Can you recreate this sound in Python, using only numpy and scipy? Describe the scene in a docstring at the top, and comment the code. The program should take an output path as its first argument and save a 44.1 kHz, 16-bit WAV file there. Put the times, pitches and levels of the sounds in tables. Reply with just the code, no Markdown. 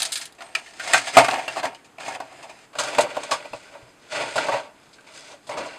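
"""At a table in a quiet room, a cardboard box of plastic model parts is lifted, opened, shut and put away.
Knocks: a short blow and a dying flurry of contacts make the box boom, its walls clack and the parts rattle.
Rubbing: dense random slips of card on card and mat drive the box, the fibres, the loose parts and the table.
Soft bumps ring the table top; a short room tail and steady noise lie below.
The close microphone notches the treble, and the hardest peaks clip."""
import sys
import numpy as np
from scipy import signal
from scipy.fft import rfft, irfft
from scipy.io import wavfile

SR = 44100
rng = np.random.default_rng(int(sys.argv[2]) if len(sys.argv) > 2 else 0)


def store_wav(level_fs):
    """Save 16-bit WAV to argv[1]."""
    pcm = np.round(np.clip(np.atleast_2d(level_fs), -1, 1) * 32767)
    wavfile.write(sys.argv[1], SR, pcm.T.astype(np.int16))


N = 254962

# Knocks and short scrapes, levels before each layer's own gain:
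# [t/s, clack level/dB, boom re clack/dB, rattle re clack/dB, f of the piece hit/Hz, dying time/s]
KNOCK_EVENTS = [(0.002, -28, -6, 4, 7700, .005), (.019, -27, -8, 14.5, 4630, 0.0034),
                (0.028, -26, -11.5, 11.5, 8250, 0.0038), (0.05, -27.5, -13, 6.5, 5160, 0.01),
                (0.119, -31, -33, 9, 7600, 0.016), (.155, -25.5, -30, 4.5, 4630, 0.0094),
                (.17, -29.5, -30, 4, 7900, 0.011), (.2, -36, -8, -2, 10300, 0.0053),
                (.213, -28.5, -19, 1, 4970, 0.0088), (.239, -58, 7, 9, 8160, 0.0048),
                (.254, -36, -27, 7.5, 3040, 0.0054), (0.323, -62, -1, 16, 8450, 0.0054),
                (.349, -60, -5, 8, 6500, .006), (0.383, -45, 3, -10, 2290, 0.018),
                (.406, -35.5, 0.5, -8, 1360, 0.0091), (0.419, -32, -4, -6, 1030, 0.0061),
                (.55, -15, -20, -7.5, 2390, 0.0067), (0.66, -40, -30, -7.5, 1780, 0.015),
                (.796, -25, -9, -10.5, 1460, 0.011), (.874, -27, 0, -2.5, 2060, .0095),
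                (.927, -24.5, -6.5, -1, 3900, 0.0037), (.9335, -5.5, -12.5, -4.5, 7300, 0.0057),
                (.942, -9, -0.8, -10, 1550, 0.0082), (0.977, -21.5, -10.5, 0, 1380, 0.0064),
                (1.069, -21.5, -20, -8.5, 3570, 0.017), (1.169, -3, 6.5, -9, 1257, 0.0084),
                (1.183, -10.5, 11.5, -4, 1460, 0.0065), (1.244, -19.5, -12, -6, 1160, 0.01),
                (1.284, -15.5, 4, -10, 1126, 0.0054), (1.309, -21, -16, -5.5, 2640, 0.0069),
                (1.334, -37.5, 25, -18, 1120, 0.0045), (1.355, -28, -16, -20, 2160, .011),
                (1.395, -33, 2, -8, 2400, .007), (1.479, -21, -0.5, -10, 2740, 0.0074),
                (1.559, -32.5, 9, -7.5, 1090, 0.022), (1.63, -27, 7.5, -7.5, 1620, 0.015),
                (1.653, -26.5, 10.5, -3, 1750, 0.0061), (1.746, -39, -14, -3.5, 2880, 0.0076),
                (1.844, -52, -2.5, -0.5, 2450, 0.016), (1.983, -37.5, 5, -11, 2230, 0.0064),
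                (2.081, -32, 10.5, 0.5, 2150, 0.0077), (2.202, -33.5, 12, -5, 1470, 0.0066),
                (2.426, -45, 3, 1.5, 2600, 0.013), (2.495, -42.5, 8, -2, 2400, 0.011),
                (2.73, -43, -2, -10, 1210, 0.011), (2.753, -35, 8, -7, 1520, 0.0056),
                (2.785, -21, 0, -2, 1454, 0.018), (2.834, -27.5, 4, -1, 1180, 0.0098),
                (2.984, -12.5, 9, -9, 6260, 0.008), (3.005, -27, -2, 6.5, 7500, 0.011),
                (3.045, -42.5, 19.5, -9, 1580, 0.0049), (3.168, -30, 15, -9, 1100, 0.0069),
                (3.233, -32.5, 2, 1, 1130, 0.0078), (3.31, -19.5, 0, -4, 1147, 0.018),
                (3.453, -38.5, 6, -22, 2430, 0.0061), (3.533, -35, 14, -8, 2500, 0.0055),
                (3.752, -52.5, 19.5, -13, 1490, .005), (4.148, -34, -10, -4, 1470, 0.028),
                (4.357, -31.5, 17.5, 4.5, 7500, 0.014), (4.379, -20, 5.5, -8, 1420, 0.012),
                (4.464, -45, 22.5, 3, 1140, 0.012), (4.485, -33, 20.5, -5, 1510, .009),
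                (4.519, -28.5, 10.5, -12.5, 1970, 0.023), (4.554, -35.5, 7.5, -15, 1510, 0.024),
                (4.929, -51.5, -30, 2.5, 4400, 0.017), (4.982, -45.5, -18, -22, 1540, 0.0092),
                (5.007, -48.5, -3, -1.5, 7540, .005), (5.066, -47.5, -1, -3.5, 2260, 0.015),
                (5.469, -53, 12.5, 10, 7900, .015), (5.492, -35, 12.5, -2, 1940, 0.0083),
                (5.504, -38, 11, -14, 2100, .018), (5.571, -35.5, 8.5, -2.5, 1250, 0.022),
                (5.657, -44, 17, 3.5, 1250, 0.011)]
# Colour of rubbed fibres and rattling parts: [f/Hz, relative level per Hz/dB]
RUSTLE_COLOUR = [(2200, -22.5), (3300, -0.5), (4830, 0), (6300, -2), (8400, -4), (10000, -14.5),
                 (12000, -40.5), (15500, -13.5)]
# Colour of the thud in the table: [f/Hz, relative level per Hz/dB]
TABLE_COLOUR = [(20, -28.5), (60, -30.5), (95, -15), (125, -8), (200, -11.5), (260, -5.5), (320, 1),
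                (370, -6), (450, -3), (620, -13), (1060, -66.5)]
LID_SHUT_S = 2.7


def from_db(db):
    """Decibels to gain."""
    return 10 ** (np.asarray(db) / 20)


def rms_one(x):
    """Scale to unit rms."""
    return x / np.sqrt(np.mean(x ** 2) + 1e-20)


def resonate(x, hz, width_hz):
    """Two-pole resonance with gain 1 near its peak; a narrow width rings longer."""
    r = np.exp(-np.pi * width_hz / SR)
    feedback = [1, -2 * r * np.cos(2 * np.pi * hz / SR), r * r]
    return signal.lfilter([(1 - r * r) / 2, 0, (r * r - 1) / 2], feedback, x)


def mode_kernel(modes):
    """Impulse response of parallel modes with alternating signs; unit energy."""
    click = np.eye(1, 4096)[0]
    h = np.zeros(4096)
    for k, (hz, width_hz, db) in enumerate(modes):
        h += (-1) ** k * from_db(db) * resonate(click, hz, width_hz)
    return h / np.linalg.norm(h)


def colour_kernel(spectrum):
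    """Causal (minimum-phase) impulse response of a smooth spectrum; unit energy."""
    hz, db = np.transpose(spectrum)
    bins_hz = np.fft.rfftfreq(8192, 1 / SR)
    log_gain = np.interp(np.log(bins_hz + 1), np.log(hz), db) * np.log(10) / 20
    cepstrum = irfft(log_gain)
    # fold the second half onto the first: all energy comes as early as it can
    cepstrum[1:4096] *= 2
    cepstrum[4097:] = 0
    h = irfft(np.exp(rfft(cepstrum)))[:4096]
    return h / np.linalg.norm(h)


def through(x, kernel):
    """Convolve, keeping the length."""
    return signal.fftconvolve(x, kernel)[:len(x)]


def grains(per_s, spread_db, size):
    """Random micro-contacts of uneven strength and either sign; unit rms."""
    strength_db = spread_db * np.minimum(rng.exponential(1, size), 4)
    strength = from_db(strength_db) * rng.choice([-1, 1], size)
    return rms_one(strength * (rng.random(size) < per_s / SR))


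def flutter(rate_hz, depth_db):
    """Uneven grip: a random gain that wanders at about rate_hz, depth_db being its rms."""
    r = np.exp(-2 * np.pi * rate_hz / SR)
    wander = signal.lfilter([1], [1, -2 * r, r * r], rng.standard_normal(N + SR))[SR:]
    return from_db(depth_db * rms_one(wander))


def box_air(force):
    """The air in the box rings in its own modes, lower once the lid is down."""
    # Air modes, lid raised: [f/Hz, width/Hz, relative level/dB]
    open_modes = [(504, 68, -13.5), (673.6, 85.5, 0.5), (808, 74, -1), (889, 90, -3), (945, 74, -2),
                  (1088, 150, -10.5)]
    # Air modes, lid down: [f/Hz, width/Hz, relative level/dB]
    shut_modes = [(495, 42, -2.5), (561, 49.4, 4), (599, 70, 6), (710, 77, 0), (770, 94, -1.5),
                  (953, 67, -1), (1134, 96, -8)]
    shut = np.arange(N) > LID_SHUT_S * SR
    return through(force * ~shut, mode_kernel(open_modes)) + through(force * shut, mode_kernel(shut_modes))


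def walls(force):
    """Card walls: a few modes over a broad wash; the modes shift once the lid is down."""
    # Wall modes, lid raised: [f/Hz, width/Hz, relative level/dB]
    open_modes = [(1387, 140, 2), (1622, 62, 8.5), (1826, 240, 2.5), (2196, 100, 11), (2425, 160, -6.5),
                  (2850, 33, -5), (3620, 57, -9.5)]
    # Wall modes, lid down: [f/Hz, width/Hz, relative level/dB]
    shut_modes = [(1484, 150, 4), (1971, 60, 7), (2635, 41, -2.5), (2920, 21, -18), (3464, 166, -2.5),
                  (4610, 590, -8.5)]
    # Wash between the wall modes: [f/Hz, relative level per Hz/dB]
    wash_colour = [(700, -29), (1100, -3), (1600, -5.5), (2400, 9.5), (3300, -1.5), (4500, -34.5)]
    shut = np.arange(N) > LID_SHUT_S * SR
    wash = colour_kernel(wash_colour)
    lid_raised = through(force * ~shut, mode_kernel(open_modes) + wash)
    lid_down = through(force * shut, mode_kernel(shut_modes) + wash)
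    return lid_raised + lid_down


def knocks(rise_s=0.0028, blow_db=17, piece_width_hz=120, contact_s=0.0019):
    """A blow sets the modes ringing at once, then contacts die away; the piece hit adds its own pitch."""
    size = 5000   # samples per knock
    blow_most, blow_loss_per_s = 0.64, 16.1   # share landing at once; the longer it drags, the smaller
    rise_share = 0.23   # a dragging knock swells more slowly: extra rise time per dying time
    small_piece_hz = 3550   # pieces pitched above this are loose parts, below it bits of card
    base_rattle_hz, rattle_oct_per_db = 5960, 0.06   # when card is hit: more rattle, higher ring
    t = np.arange(size) / SR
    boom, clack, rattle, own = np.zeros((4, N + size))
    for s, clack_db, boom_db, rattle_db, piece_hz, dying_s in KNOCK_EVENTS:
        start = round(s * SR)
        at = slice(start, start + size)
        blow = np.clip(blow_most - blow_loss_per_s * dying_s, 0, 1)
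        small = piece_hz > small_piece_hz
        rattle_hz = piece_hz if small else base_rattle_hz * 2 ** (rattle_oct_per_db * rattle_db)

        swell = 1 - np.exp(-t / (rise_s + rise_share * dying_s))
        flurry = (1 - blow) * swell * np.exp(-t / np.clip(dying_s, .002, .04))
        low, mid, high = (flurry * grains(rate, 1.3, size=size) for rate in (6000., 8000., 12000.))
        low[0] += blow * from_db(blow_db) * rng.choice([-1, 1])   # one push for the air in the box
        # stiff parts hear the blow as a crack
        crack = blow * t / contact_s * np.exp(-t / contact_s) * rng.standard_normal((2, size))
        mid = mid + from_db(6) * crack[0]
        high = high + from_db(0.5) * crack[1]

        boom[at] += from_db(clack_db + boom_db + 6.5) * low
        clack[at] += from_db(clack_db + 0.8) * mid
        rattle[at] += from_db(clack_db + rattle_db + 8.5) * high
        if not small:
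            own[at] += from_db(clack_db + 25.5) * resonate(mid, piece_hz, piece_width_hz)
        rattle_width_hz = 0.58 * rattle_hz
        ring = resonate(resonate(high, rattle_hz, rattle_width_hz), rattle_hz, rattle_width_hz)
        own[at] += from_db(clack_db + rattle_db + 9.0) * ring
    boom, clack, rattle, own = boom[:N], clack[:N], rattle[:N], own[:N]
    thud = from_db(-17.0) * through(boom, colour_kernel(TABLE_COLOUR))   # the table feels every push
    return thud + box_air(boom) + walls(clack) + through(rattle, colour_kernel(RUSTLE_COLOUR)) + own


def settling():
    """Gain of the contents sliding on after every knock; both boom and clack shake them."""
    settle_db, rise_s, dying_s = -18, .015, 0.025
    t = np.arange(SR // 2) / SR
    hits = np.zeros(N)
    for s, clack_db, boom_db, *_ in KNOCK_EVENTS:
        hits[round(s * SR)] = np.hypot(from_db(clack_db), from_db(clack_db + boom_db))
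    slide = (1 - np.exp(-t / rise_s)) * np.exp(-t / dying_s)
    return from_db(settle_db) * through(hits, slide)


def ticks():
    """Lone contacts at random moments, each a tiny dying noise burst; unit rms."""
    per_s, dying_s = 45., 0.0043
    t = np.arange(SR // 20) / SR
    envelope = through(grains(per_s, 3.0, size=N), np.exp(-t / dying_s))
    return rms_one(envelope * rng.standard_normal(N))


def loose_parts(force, width=0.028, swell_db=8.5):
    """Rubbing shakes small pieces; each pitch swells and fades as a piece is touched or let go."""
    pitches = np.geomspace(1300, 8200, num=12)
    return sum(flutter(rate_hz=3.7, depth_db=swell_db) * resonate(force, hz, width * hz) for hz in pitches)


def rubbing():
    """Dense slips under the hands drive air, walls, fibres, parts and table; the grip flutters."""
    # Hand pressure, one curve per burst: letting go of the parts, gripping the box, swinging it over and
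    # raising the lid, lowering it, pressing it shut and carrying it off, sliding it into place,
    # a light brush, a last push: [t/s, pressure level/dB, brightness/dB (fibres up, box air down)]
    bursts = [
        [(0, -33.5, 12.5), (.08, -43.5, 4), (.27, -52.5, 8), (.3, -60, -1), (.37, -72, -1)],
        [(.44, -53, -2), (.54, -52.5, -2), (.7, -55.5, 4.5), (.75, -52.5, 2)],
        [(.79, -44, 2.5), (.9, -32, 0.5), (1.12, -40.5, 3), (1.15, -28.5, -3), (1.4, -37.5, -5),
         (1.47, -42.5, 0), (1.6, -36.5, -3), (1.62, -46, -6), (1.674, -34, -5.5), (1.695, -47, -7.5),
         (1.78, -61.5, -5.5), (1.94, -70, -4.5)],
        [(1.98, -65, -6), (2.0, -40, -2), (2.16, -36.5, -3.5), (2.175, -51, -9.5), (2.29, -53, -4),
         (2.4, -50.5, -6), (2.65, -55, 1), (2.72, -78.5, -7)],
        [(2.77, -44, -2.5), (2.83, -38, 0.5), (3.03, -31, -6.5), (3.06, -43.5, -7), (3.26, -40, -2),
         (3.41, -48.5, -5), (3.58, -51.5, 1), (3.78, -51.5, -4.5), (3.95, -65, -1.5)],
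        [(4.098, -52.5, 0), (4.123, -34, 0.5), (4.17, -32, -4), (4.345, -38.5, -1), (4.41, -32, -3.5),
         (4.5, -36, -4), (4.6, -38.5, -4), (4.66, -51, -4.5), (4.72, -62, -9)],
        [(4.83, -60, 1.5), (4.91, -68.5, 4.5), (5.05, -60.5, -4), (5.16, -48.5, 5), (5.32, -49, 2.5),
         (5.4, -66, -1)],
        [(5.46, -67, 10), (5.53, -40.5, -2.5), (5.56, -40.5, -9.5), (5.6, -33.5, -8), (5.69, -43, -4.5),
         (5.78, -48, -4.5)],
    ]
    t = np.arange(N) / SR
    s, level_db, bright_db = np.concatenate(bursts).T
    level_db = np.interp(t, s, level_db)
    bright_db = np.interp(t, s, bright_db)

    push = np.hypot(from_db(level_db), settling())
    air = push * from_db(-2.5 - bright_db)
    wall = push * from_db(1.5)
    fine = push * from_db(-1.5 + bright_db)
    thud = np.hypot(from_db(-11) * air, from_db(-63))   # pushes over a steady rumble in the table

    # slow pull, quick stick and slip
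    grip = flutter(rate_hz=9.3, depth_db=1.0) * flutter(rate_hz=18, depth_db=1.5)
    tick = from_db(-8) * ticks()
    slips = fine * (grip * grains(6000., 1.8, size=N) + tick)
    air_slips = air * grip * flutter(rate_hz=11, depth_db=2.5) * grains(1500., 2.2, size=N)
    wall_slips = wall * (grip * grains(4000., 2.15, size=N) + from_db(1.5) * tick)

    out = box_air(air_slips)
    out += walls(from_db(-5.5) * wall_slips)
    out += from_db(-2.0) * through(slips, colour_kernel(RUSTLE_COLOUR))
    out += from_db(-8) * loose_parts(slips)
    return out + through(thud * rng.standard_normal(N), colour_kernel(TABLE_COLOUR))


def room_noise():
    """Steady coloured noise of the quiet room."""
    # Colour of the room noise: [f/Hz, relative level per Hz/dB]
    noise_colour = [(15, -21.5), (25, -12.5), (313, -2), (388, -6), (782, -5), (1450, -7.5), (4490, -18.5),
                    (5720, -17.5), (7690, -17.5), (13900, -33.5), (15500, -34)]
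    noise = through(rng.standard_normal(N + SR), colour_kernel(noise_colour))[SR:]
    return from_db(-56.5) * noise


def room(x):
    """A short diffuse tail after the first wall echo, duller than the direct sound."""
    t60_s, tail_db, wall_cut_hz = 0.12, -14.5, 5000
    t = np.arange(SR // 2) / SR
    tail = rng.standard_normal(len(t)) * from_db(-60 * t / t60_s) * (t > .006)
    tail = signal.sosfilt(signal.butter(1, wall_cut_hz, fs=SR, output="sos"), tail)
    return from_db(tail_db) * through(x, tail / np.linalg.norm(tail))


def bumps():
    """The box or a wrist lands softly: rounded pushes ring the lowest mode of the table top."""
    # Soft landings: [t/s, push level/dB]
    landings = [(1.172, -20), (1.23, -23), (3.03, -30), (3.51, -32), (3.546, -29), (3.7, -42), (3.827, -29),
                (4.366, -37), (5.581, -28)]
    push_s, table_top_hz, table_top_width_hz = .004, 122, 26
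    t = np.arange(SR // 10) / SR
    hits = np.zeros(N)
    for s, db in landings:
        hits[round(s * SR)] = from_db(db)
    push = t / push_s * np.exp(1 - t / push_s)
    return resonate(through(hits, push), table_top_hz, table_top_width_hz)


def scene():
    """Box and parts, bright in the open and duller once put away, with room tail and noise."""
    bare_until_s, bare_air_db, bare_air_hz = .37, -0.5, 9300   # parts handled in the open: more top
    put_away_s, away_cut_hz = 3.95, 10900   # box off to the side: duller at the microphone
    t = np.arange(N) / SR
    near = knocks() + rubbing() + bumps()
    dull = signal.sosfilt(signal.butter(1, away_cut_hz, fs=SR, output="sos"), near)
    top = signal.sosfilt(signal.butter(2, bare_air_hz, "high", fs=SR, output="sos"), near)
    near = np.where(t > put_away_s, dull, near)
    near = near + from_db(bare_air_db) * top * (t < bare_until_s)
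    return (near + room(near) + room_noise())[None]


def record(dry):
    """The housing takes two notches out of the treble, peaks are clipped hard, the top is cut."""
    # Cavities of the microphone housing: [f/Hz, width/Hz, depth 0-1]
    notches = [(5690, 510, 1), (6950, 130, 0.9)]
    x = dry
    for hz, width_hz, depth in notches:
        x = x - depth * resonate(x, hz, width_hz)
    x = np.clip(x, -1, 1)   # overload
    return signal.sosfilt(signal.cheby2(12, 60, 15650, fs=SR, output="sos"), x)   # stopband from 15650 Hz


dry = scene()
out = record(dry)
store_wav(out)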